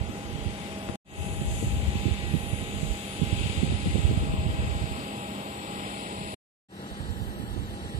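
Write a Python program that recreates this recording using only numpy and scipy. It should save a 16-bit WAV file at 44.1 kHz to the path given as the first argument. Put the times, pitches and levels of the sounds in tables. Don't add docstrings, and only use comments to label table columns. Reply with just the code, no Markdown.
import sys
import numpy as np
from scipy import signal
from scipy.fft import rfft, irfft, next_fast_len
from scipy.io import wavfile
from scipy.ndimage import uniform_filter1d, minimum_filter1d, map_coordinates

SR = 44100
rng = np.random.default_rng(int(sys.argv[2]) if len(sys.argv) > 2 else 0)


def convert_level_to_amplitude(level_db):
    exponent = np.asarray(level_db, float) / 20
    return 10 ** exponent


def unload_audio(sound):
    columns = np.transpose(np.atleast_2d(sound))
    steps = np.round(np.clip(columns, -1, 1) * 32767)
    wavfile.write(sys.argv[1], SR, steps.astype(np.int16))


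N = 352519
T, SIZE = np.arange(N) / SR, next_fast_len(N, True)
F = np.arange(SIZE // 2 + 1) * SR / SIZE
SLOW = np.arange(N // 512 + 2) * 512 / SR
WINDOW = np.sin(np.pi * (np.arange(1024) + .5) / 1024)

# f/Hz, left level/dB per Hz, right level/dB per Hz
BESIDE = [(262, -66.5, -68), (595, -73.5, -72), (1006, -77.5, -77.5), (1284, -78.5, -88.5),
          (1840, -78, -84.5), (2030, -72.5, -85), (2650, -75, -86.5), (3320, -75.5, -89),
          (3770, -78.5, -89), (3930, -81.5, -87), (5760, -87.5, -87), (6700, -84, -95.5), (7930, -84, -90),
          (9170, -100, -91), (11150, -88.5, -93.5), (11300, -90, -97), (12900, -96, -94),
          (15570, -113.0, -113.0), (15400, -122, -122)]
INTAKE = [(250, -65.5, -53), (728, -74, -73.5), (950, -79, -79), (1396, -84, -83), (1780, -81.5, -79),
          (1990, -74.5, -81.5), (2590, -71, -84), (3300, -72.5, -85), (3730, -74, -87.5),
          (4300, -79, -85.5), (5800, -95, -87.5), (6800, -82.5, -87.5), (8100, -81, -95.5),
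          (8900, -93.5, -99), (11000, -86, -97.5), (12100, -91, -96.5), (13200, -88.5, -94),
          (14700, -116, -116), (15400, -120, -120)]
NOSE = [(250, -65.5, -61), (744, -71.5, -71), (950, -73, -74.5), (1396, -77, -79.5), (1776, -78, -81.5),
        (2000, -75.5, -85), (2600, -73, -83.5), (3290, -75, -90), (3700, -76, -84.5), (4300, -77.5, -90.5),
        (5800, -91, -92.5), (6800, -89, -96), (8100, -78.5, -100), (8900, -99, -93.5), (11000, -94, -91.5),
        (12100, -88.5, -96.5), (13200, -93, -95), (14700, -94, -109), (15400, -100, -114)]
ACROSS = [(250, -68, -77), (734, -75.5, -77), (970, -79.5, -80), (1410, -80, -90), (1790, -83, -92.5),
          (2020, -86.5, -91), (2600, -92.5, -90.5), (3300, -84.5, -87.5), (3700, -94, -85.5),
          (4400, -88.5, -87.5), (5800, -98, -93), (6800, -95.5, -97), (8100, -90.5, -92.5),
          (8900, -95.5, -87.5), (11000, -102.5, -102.5), (12100, -99, -100), (13200, -95, -96.5),
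          (14700, -110, -110), (15400, -122, -122)]
ROAR_COLOUR = np.array([BESIDE, INTAKE, NOSE, ACROSS])
# t/s, level/dB
SWELL = [(.2, -3.5), (.65, 0), (.95, -3), (1.35, -4), (1.6, -2.5), (2.1, 0.5), (2.4, -1.4), (3.15, 0.5),
         (3.48, 5), (3.7, 2), (3.95, 2.5), (4.3, -0.7), (4.8, 0.3), (5.5, -0.6), (5.85, 1.6), (6.2, 0.1),
         (7., 4), (7.25, 2), (7.8, 3.5)]
# t/s, level/dB
TOP_FLARES = [(.4, -1.5), (1.1, -2), (1.6, 0.5), (2.2, -1.5), (3.0, 1.5), (3.85, -2), (4.45, -2.5),
              (5.3, 0.5), (6.2, -1), (7.33, 4)]
# t/s, level/dB
AIR = [(0, -8), (3.1, -6), (3.5, -2.5), (3.9, 3), (4.3, 1), (5.0, 0.5), (5.9, 0), (6.4, -6), (6.6, 7),
       (7.1, 4), (7.3, 9), (7.6, 4), (8, 5)]


def roar(whine_db):
    swell_db, = curves(SWELL)
    mid_db, high_db, right_db = swell_db, 0.81 * swell_db + 0.83 * whine_db, 0.7 * swell_db
    top_db, air_db = flares(TOP_FLARES, width_s=0.2), curves(AIR)[0]
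    shared, apart = rng.standard_normal((2, N))
    f, s, z = signal.stft(np.array([late(shared), shared, apart]), SR, WINDOW, 1024)
    octave = np.log(f + 1)
    like = likeness(octave, len(s))
    z = np.array([z[0], like * z[1] + np.sqrt(1 - like ** 2) * z[2]])
    gain = np.zeros(z.shape)
    band_hz = ROAR_COLOUR[0, :, 0]
    for k, hz in enumerate(band_hz):
        band = np.interp(octave, np.log(band_hz), np.arange(len(band_hz)) == k)
        left_level = by_heading(ROAR_COLOUR[:, k, 1])
        right_level = by_heading(ROAR_COLOUR[:, k, 2 if k else 1])
        if 1500 < hz < 8500:
            left_level = left_level + (mid_db if hz < 5000 else high_db)
            right_level = right_level + right_db
        if 10500 < hz < 14000:
            left_level, right_level = left_level + top_db, right_level + .6 * top_db
        if hz > 14000:
            left_level, right_level = left_level + air_db, right_level + air_db
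        level = convert_level_to_amplitude(np.array([left_level, right_level]) + 0.67 * walk(5))
        gain[:, band > 0] += band[band > 0, None] * level[:, None, :len(s)]
    gain *= body_notches(f, len(s))
    out = signal.istft(z * gain * np.sqrt(SR / 2), SR, WINDOW, 1024)[1][:, :N]
    return signal.sosfilt(signal.butter(3, 62., "high", fs=SR, output="sos"), out)


# f/Hz, likeness/0-1
LIKENESS = [(250, 1), (850, 1), (1700, 0.61), (3500, 0.4), (5800, 0.1), (8900, 0), (14500, 0.2)]
# f/Hz, change of likeness/1
FOCUS = [
    (1600, -0.11),
    (1730, -0.35),
    (1390, -0.063),
    (2300, -1.5),
]
# f/Hz, change of likeness/1
NARROW_FOCUS = [(1850, .02), (1800, 0.25), (1768, .3), (3330, 0.9)]
# t/s, change of likeness/1
LATE_FOCUS = [(5.3, 0), (5.8, 0.085), (6.05, 0.29), (6.5, 0.29), (6.51, 0.16)]
# f/Hz, change of likeness/1
OPPOSED = [(5550, -0.25), (5680, -0.56), (5900, -0.36), (14900, -1.1)]


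def likeness(octave, frames):
    like_hz, like = np.transpose(LIKENESS)
    like = np.clip(np.interp(octave, np.log(like_hz), like), 0, 1)[:, None]

    def bell(hz, width):
        return np.exp(-((octave[:, None] - np.log(hz)) / width) ** 2)

    for table, width in ((FOCUS, .28), (NARROW_FOCUS, .1)):
        hz, change = (by_heading(c)[:frames] for c in np.transpose(table))
        like = np.clip(like + change * bell(hz, width), 0, 1)
    like = np.clip(like + curves(LATE_FOCUS)[0][:frames] * bell(1430., 0.71), 0, 1)
    hz, change = (by_heading(c)[:frames] for c in np.transpose(OPPOSED))
    return np.clip(like + change * bell(hz, 0.039), -1, 1)


# t/s, f/Hz
BODY_NOTCH = [(0, 5550), (1.1, 5680), (3.4, 5680), (4.5, 5720), (5.1, 5800), (5.4, 6100), (6.4, 6300),
              (6.6, 6650), (8, 6650)]
# f/Hz, left depth/0-1, right depth/0-1
PORT_NOTCH = [
    (5200, 0, 0.1),
    (3340, 0.07, 0.8),
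    (4450, 0, .35),
    (5000, 0.9, 0.37),
]


def body_notches(f, frames):
    gain = 1
    for notch_hz, width_hz, depth in (
            (curves(BODY_NOTCH)[0], 230., by_heading([0.43, 0.48, 0.71, 0.055])[:frames]),
            (by_heading([14100, 13600, 13750, 14500]), 250., .5),
            (by_heading([9300, 8520, 8840, 10400]), 260., .45),
            (by_heading([11200, 11420, 11950, 11600]), 600., by_heading([0.32, 0.41, 0.23, 0.068])[:frames])):
        gain = gain * (1 - depth * np.exp(-((f[:, None] - notch_hz[:frames]) / width_hz) ** 2))
    notch_hz, *depth = (by_heading(c)[:frames] for c in np.transpose(PORT_NOTCH))
    return gain * (1 - np.array(depth)[:, None] * np.exp(-((f[:, None] - notch_hz) / 190.0) ** 2))


GEAR_HZ = 640.7
TONE_HZ = [
    200.5,
    813.5,
    GEAR_HZ,
    2 * GEAR_HZ,
    3 * GEAR_HZ,
    4 * GEAR_HZ,
    5 * GEAR_HZ,
    2650,
    9460,
    9748,
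]
# level/dB rms beside, at intake, at nose, across
TONES = [(-43.5, -44, -44, -45.5), (-49, -48, -47, -53.5), (-53, -63.5, -48.5, -70),
         (-61.5, -61.5, -52.5, -59.5), (-55, -53.5, -57, -56.5), (-62, -55, -57, -76),
         (-61.5, -56, -60, -76.1), (-56, -51.5, -54, -67), (-80, -73.5, -75.5, -80),
         (-57.5, -55.5, -53.5, -65)]
TONE_WIDTH_HZ = [6., 3., 3., 3., 10., 6., 8., 25., 50., 12.]
# t/s, level/dB
GEAR_FLARES = [(.35, -7), (.85, 4.5), (1.35, 10.5), (2.95, 9.5), (3.3, -9), (3.8, -11), (4.25, 4.5),
               (4.62, 2), (5.15, -6.5), (5.85, -21.5)]
# t/s, level/dB
BLADE_BEAM = [(.1, -10.5), (.5, -2), (.9, -2), (1.5, -3), (1.9, 1.5), (2.5, 4.5), (2.9, 2), (4.1, -1.5),
              (4.7, -3.5), (5.1, -1), (5.8, -4.5), (6.3, 3), (6.7, -2), (7.5, -6), (8, -1)]
# t/s, left lead/rad
BLADE_LEAD = [(0, 2.9), (.6, 2), (1.15, 3.2), (2.65, 3), (3.1, 1.4), (3.6, -.8), (4.1, -1.2), (4.6, -2.3),
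              (5.1, -1.9), (5.45, -4.3), (6.5, -4.2), (6.6, -3.3), (8, -3.3)]


def tones(whine_db):
    whine_db = whine_db + curves(BLADE_BEAM)[0]
    gear_db = flares(GEAR_FLARES, width_s=0.29)
    hump_shape = sum(1 / (1 + ((F - hz) / width_hz) ** 2) for hz, width_hz in ((9450., 80.), (9760., 130.)))
    hump = irfft(rfft(rng.standard_normal((2, SIZE))) * hump_shape, SIZE)[:, :N]
    hump_db = by_heading([-54.5, -58, -57.0, -61.0]) + whine_db
    hump_left, hump_right = hump / hump.std() * fine(convert_level_to_amplitude(hump_db))
    lead = fine(curves(BLADE_LEAD)[0] + .5 * walk(5))
    right = convert_level_to_amplitude(-4.5) * (0.81 * hump_left + 1.44 * hump_right)
    blades = np.real(signal.hilbert(hump_left, SIZE)[:N] * np.exp(1j * lead))
    left = 0
    for k, (hz, db, width_hz) in enumerate(zip(TONE_HZ, TONES, TONE_WIDTH_HZ)):
        is_blade = hz > 9000
        phase = 2 * np.pi * np.cumsum(fine(hz + .5 * width_hz * walk(12))) / SR
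        flare_db = whine_db - 0.5 if is_blade else gear_db if k == 2 else 0
        waver_db = 2.6 if k in (3, 4) or is_blade else 1.4
        level_db = by_heading(db) + flare_db + waver_db * walk(8) - .7
        shade_db = by_heading([np.interp(hz, a[:, 0], a[:, 2] - a[:, 1]) * (600 < hz < 9000)
                               for a in ROAR_COLOUR])
        right = right + np.sqrt(2) * np.sin(phase) * fine(convert_level_to_amplitude(level_db + shade_db - 0.82 * is_blade))
        if is_blade:
            blades = blades + np.sqrt(2) * np.sin(phase + lead) * fine(convert_level_to_amplitude(level_db))
        else:
            left = left + np.sqrt(2) * np.sin(phase) * fine(convert_level_to_amplitude(level_db))
    return np.array([late(left) + blades, right])


# t/s, left after right/ms
PORT_LAG = [(0.05, 0.255), (0.85, 0.245), (1.95, 0.225), (2.75, 0.24), (3.95, 0.285), (5.15, 0.31),
            (5.75, .325), (6.3, 0.35)]
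# f/Hz, left lead/rad
ACROSS_LEAD = [(0, 0), (860, 1.7), (1250, 2.7), (1750, 2.8), (2600, 4.4), (3330, 3.15), (3500, 2.6),
               (3950, .6), (4700, .3)]


def late(x, knee_hz=1890.0, detour_ms=0.16):
    spectrum = rfft(x, SIZE)
    detour = np.exp(-2j * np.pi * np.maximum(F - knee_hz, 0) * detour_ms / 1000)
    near = irfft(spectrum * detour, SIZE)[:N]
    lag = np.interp(T, *np.transpose(PORT_LAG)) * SR / 1000
    near = map_coordinates(near, [np.arange(N) - lag], order=3, mode="nearest")
    across = irfft(spectrum * np.exp(1j * np.interp(F, *np.transpose(ACROSS_LEAD))), SIZE)[:N]
    return np.where(T < 6.5, near, across)


# start t/s, end t/s, level/dB
GUSTS_LEFT = [(.08, .2, -50), (.48, .7, -42), (.88, .93, -49), (1.2, 1.28, -32.5), (1.37, 1.45, -31),
              (1.5, 1.97, -34), (1.63, 1.87, -26), (3.39, 3.67, -38.5), (3.69, 3.74, -33),
              (3.86, 3.97, -33.5), (4.28, 4.67, -28.5), (4.08, 4.24, -31), (4.75, 4.97, -40),
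              (5.55, 5.77, -54.5), (6.22, 6.4, -57), (7., 8., -47)]
GUSTS_RIGHT = [(-.1, .03, -30), (.31, .41, -30), (.45, .49, -31), (1.05, 1.2, -38), (.88, .93, -38.5),
               (1.43, 2.37, -30), (1.72, 1.79, -28), (2.47, 2.95, -31.5), (3.23, 3.57, -28),
               (3.66, 3.74, -32), (3.78, 3.9, -32.5), (3.94, 4.26, -25.5), (4.43, 4.48, -25),
               (4.6, 4.72, -30), (4.8, 4.97, -39.5), (5.73, 5.87, -48.5), (6.22, 6.4, -45.5),
               (7.05, 7.33, -32), (7.36, 7.62, -32.5), (7.7, 8., -39)]
# t/s, peak level/dB, sharpness/dB
THUMPS_LEFT = [(1.208, -23, -18), (1.386, -21, -18), (1.628, -15, 6), (1.871, -21, -22), (1.932, -20, -19),
               (1.965, -18, -11), (3.691, -19, -12.5), (3.727, -17, -17.5), (3.863, -12, -7),
               (4.113, -13, 5), (4.297, -16, -9), (4.34, -11.5, -7), (4.605, -19.5, -9), (4.643, -23, -23),
               (4.674, -22, -11), (3.886, -15, -10.5), (4.091, -30.5, 2), (4.137, -23, -13),
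               (4.194, -32, -5), (4.213, -14, -22)]
THUMPS_RIGHT = [(0.017, -13, -21), (0.358, -18, -10), (0.467, -13.5, -15), (1.774, -15.5, -11.5),
                (1.841, -26, -15), (1.957, -13.5, -7), (2.083, -11, 1), (2.343, -6.5, -7.5),
                (2.369, -14, -11.5), (2.534, -11.5, -13), (2.834, -11, -7), (2.914, -8, -27),
                (3.222, -8, -7.5), (3.33, -10, -11), (3.5, -13.5, -10.5), (3.635, -5.5, -3),
                (3.704, -11.5, -13), (3.749, -11.5, -16.5), (3.953, -9.5, -9.5), (3.994, -12, -10.5),
                (4.051, -9.5, -16), (4.104, -10.5, -10.5), (4.095, -14.5, -12), (4.177, -9, -10),
                (4.463, -17.5, -11.5), (4.683, -18.5, -12), (4.697, -18, -15), (7.008, -19, -13),
                (7.219, -17, -12),
                (2.058, -11, -3.5), (2.067, -7.5, -10.5), (2.355, -9, -5.5), (3.725, -13.5, -1.5),
                (3.949, -12.5, -16), (1.419, -16, -5), (3.462, -16, -12.5), (4.402, -28, -22),
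                (3.234, -11, -5.5), (3.582, -14, -12), (3.874, -14.5, -3), (3.958, -11, 7),
                (3.982, -15.5, 1), (4.236, -20, -0.5), (1.317, -19.5, -11), (1.647, -17, -13),
                (2.48, -24, -7), (2.627, -18.5, -6.5), (4.329, -25, -7), (4.648, -23, -16),
                (2.702, -29, -4), (2.76, -26, -5), (3.665, -18, -7), (3.68, -20, -9), (4.82, -15, -12),
                (0.096, -20, -1), (6.92, -25, -20), (7.275, -22, -19.5), (7.401, -20, -4.5),
                (7.566, -19, -1), (7.58, -22, -3), (7.984, -17.5, -15)]
# t/s, peak level/dB, sharpness/dB
SUCTIONS_LEFT = [(1.267, -21.5, -9.5)]
SUCTIONS_RIGHT = [(2.116, -12, -16), (4.466, -20, -10), (4.639, -20, -11), (4.842, -14, -12),
                  (4.918, -19, -14.5), (4.988, -25, -1), (7.093, -22.5, -15), (7.951, -17.5, -12)]


def wind_at_ports():
    left = wind(gusts(GUSTS_LEFT), THUMPS_LEFT, SUCTIONS_LEFT)
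    right = wind(gusts(GUSTS_RIGHT), THUMPS_RIGHT, SUCTIONS_RIGHT)
    return np.array([left, right])


# f/Hz, level/dB, rate/per s
EDDIES = [(51.7, -4, 36), (68.5, 0, 60), (114.5, -2.5, 70), (180, -6, 54), (260, -9, 40), (430, -25.5, 34)]


def wind(level_db, thumps, suctions):
    bed = np.zeros(N)
    for hz, db, rate in EDDIES:
        chance = rng.random((3, 1000))
        at = np.cumsum(-np.log(chance[0]) * SR / rate).astype(int)
        push = convert_level_to_amplitude(-2.3 * np.log(0.21 + chance[1])) * np.sign(chance[2] - .35)
        hits = np.zeros(N)
        hits[at[at < N]] = push[at < N]
        bed += convert_level_to_amplitude(db) * signal.oaconvolve(hits, eddy(hz, cycles=0.62), "same")
    out = bed / bed.std() * fine(convert_level_to_amplitude(level_db + 2.0 * walk(25)))
    signs = np.repeat([1, -1], [len(thumps), len(suctions)])
    for (s, db, sharp_db), sign, chance in zip(thumps + suctions, signs, rng.random((len(signs), 2))):
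        hz = 120 * 2 ** ((sharp_db + 10.5) / 11)
        core = (0, 1, -1.5)
        front = (-.006 * chance[0], 290 / hz, min(sharp_db, -6) - 3.0)
        wake = (0.00806 + 0.0078 * chance[1], .75, -10.)
        for after, scale, part_db in (core, front, wake):
            bump = sign * convert_level_to_amplitude(db + part_db) * eddy(scale * hz, cycles=0.53)
            i = int((s + after) * SR) - len(bump) // 2
            out[max(i, 0):i + len(bump)] += bump[max(-i, 0):N - i]
    return out


def eddy(hz, cycles):
    t = np.arange(-3, 3, hz / SR)
    return np.cos(2 * np.pi * t) * np.exp(-(t / cycles) ** 2)


def gusts(table, rise_db_s=135, fall_db_s=109, calm_db=-57):
    power = convert_level_to_amplitude(2 * calm_db)
    for start, end, db in table:
        slope_db = rise_db_s * np.maximum(start - SLOW, 0) + fall_db_s * np.maximum(SLOW - end, 0)
        power = power + convert_level_to_amplitude(2 * (db - slope_db))
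    return 10 * np.log10(power)


# t/s, peak level/dB, length/ms
TAPS = [
    (0.8893, -20.5, 0.36),
    (0.898, -16, 2),
]


def taps():
    out = np.zeros(N)
    for s, db, ms in TAPS:
        t = (T - s) * 1000 / ms
        out -= convert_level_to_amplitude(db) * np.tanh(8 * t + 2) * np.exp(-np.abs(t))
    return out


# t/s, heading/0-3 (beside, intake, nose, across)
HEADING = [
    (0, 0),
    (1, 0),
    (1.01, 1),
    (2.4, 1),
    (5.3, 2),
    (6.5, 2),
    (6.51, 3),
    (8, 3),
]


def by_heading(values):
    s, heading = np.transpose(HEADING)
    return np.interp(SLOW, s, np.asarray(values)[heading.astype(int)])


def curves(table):
    s, *columns = np.transpose(table)
    return [np.interp(SLOW, s, c) for c in columns]


def flares(table, width_s):
    return sum(db * np.exp(-((SLOW - s) / width_s) ** 2) for s, db in table)


def walk(rate):
    knots = rng.standard_normal(int(8.1 * rate) + 2)
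    return 1.2 * np.interp(SLOW * rate, np.arange(len(knots)), knots)


def fine(slow):
    return np.interp(T, SLOW, slow)


# t/s, level/dB
WHINE_FLARES = [(.15, 2), (.8, 0), (1.22, 5), (1.57, 9.5), (1.97, 0.5), (2.5, 1.5), (2.88, 4), (3.95, 1),
                (5.15, 0.5), (5.85, -0.5), (6.2, 1)]


def scene():
    whine_db = flares(WHINE_FLARES, width_s=.17)
    handling = np.array([taps(), np.zeros(N)])
    return roar(whine_db) + tones(whine_db) + wind_at_ports() + handling


# f/Hz, level/dB per Hz
KEPT = [(1000, -100), (5000, -99.5), (8500, -99), (9800, -100), (11000, -99), (12300, -102), (13500, -103),
        (14500, -105)]
# start t/s, end t/s, from f/Hz, to f/Hz
THINNED = [(.4, .9, 10250, 11300), (1.12, 1.5, 10700, 11900), (1.7, 1.95, 11000, 11900),
           (1.95, 2.38, 10250, 11800), (2.42, 2.55, 10250, 11700), (2.65, 3.4, 10250, 12200),
           (3.45, 3.62, 10250, 11300), (3.72, 3.82, 10250, 11300), (3.92, 4.32, 10250, 11700),
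           (3.4, 5.1, 10150, 10550), (6.1, 6.4, 10150, 10500), (0, 1, 13400, 15500),
           (1, 3.25, 13800, 15500), (3.35, 3.5, 14000, 15500), (3.62, 3.8, 14300, 15500),
           (3.5, 4.65, 13300, 14000), (5.9, 6.4, 13000, 13800)]


def thin_hiss(x, count=8, masked_db=-14.5, bin_db=3.5, wobble_size_db=4.0, sparse_db=2.5):
    window = np.sin(np.pi * (np.arange(2048) + .5) / 2048)
    mid_side = np.array([x[0] + x[1], x[0] - x[1]]) / 2
    hz, s, z = signal.stft(mid_side, SR, window, 2048, scaling="psd")
    hz = hz[:1024, None]
    band_hz = hz[::count]
    power_db = 10 * np.log10(2 * np.abs(z[:, :1024]) ** 2 + 1e-20)
    band_db = 10 * np.log10(convert_level_to_amplitude(2 * power_db).reshape(2, -1, count, len(s)).mean(axis=2))
    loudest_db = band_db.max(axis=0)
    around_db = uniform_filter1d(np.minimum(loudest_db, -72.), size=17, axis=0)
    around_db = uniform_filter1d(around_db, size=3, axis=1)
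    spread_db = -minimum_filter1d(-loudest_db, size=7, axis=0) - 18.0 - 99 * (band_hz < 8900)
    around_db = np.maximum(around_db, spread_db - masked_db)
    wobble = uniform_filter1d(rng.standard_normal(around_db.shape), size=2, axis=0)
    wobble_db = wobble_size_db * 2.3 * uniform_filter1d(wobble, size=2, axis=1)
    faint_db = np.interp(hz, *np.transpose(KEPT)) + np.repeat(wobble_db, count, axis=0)
    blocks_db = 4.9 * np.repeat(rng.standard_normal((32, len(s))), 32, axis=0)
    for start, end, from_hz, top_hz in THINNED:
        inside = (hz > from_hz) & (hz < top_hz) & (s > start) & (s < end)
        faint_db = faint_db + ((11. if from_hz < 12000 else 10.) + blocks_db) * inside
    unmasked = band_db > around_db + masked_db + wobble_db - 2.5 * (band_hz < 1700)
    heard = np.repeat(unmasked, count, axis=1) | (hz < 1150)
    band_clear = np.repeat(band_db, count, axis=1) > faint_db
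    bin_clear = power_db > faint_db + bin_db + sparse_db * (hz > 8300)
    z[:, :1024] *= heard & band_clear & bin_clear
    mid, side = signal.istft(z, SR, window, 2048, scaling="psd")[1][:, :N]
    return np.array([mid + side, mid - side])


def band_limit(x):
    return signal.sosfilt(signal.butter(12, 15520, fs=SR, output="sos"), x)


# start t/s, end t/s, fade-in/s, fade curve power/1
SHOTS = [
    (-1, .958, .1, 1.01),
    (1.046, 6.344, .18, 1.1),
    (6.685, 9, .14, .75),
]


def record(dry):
    gate = np.zeros(N)
    for start, end, fade, power in SHOTS:
        rise = np.clip((T - start) / fade, 0, 1) ** power
        tail = convert_level_to_amplitude(-11.0 - 3600 * (T - end)) * (T < end + .018)
        gate += rise * np.where(T < end, 1, tail)
    high_pass = signal.butter(3, 40., "high", fs=SR, output="sos")
    mix = thin_hiss(signal.sosfiltfilt(high_pass, dry)) * gate
    return band_limit(mix)


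dry = scene()
out = record(dry)
unload_audio(out)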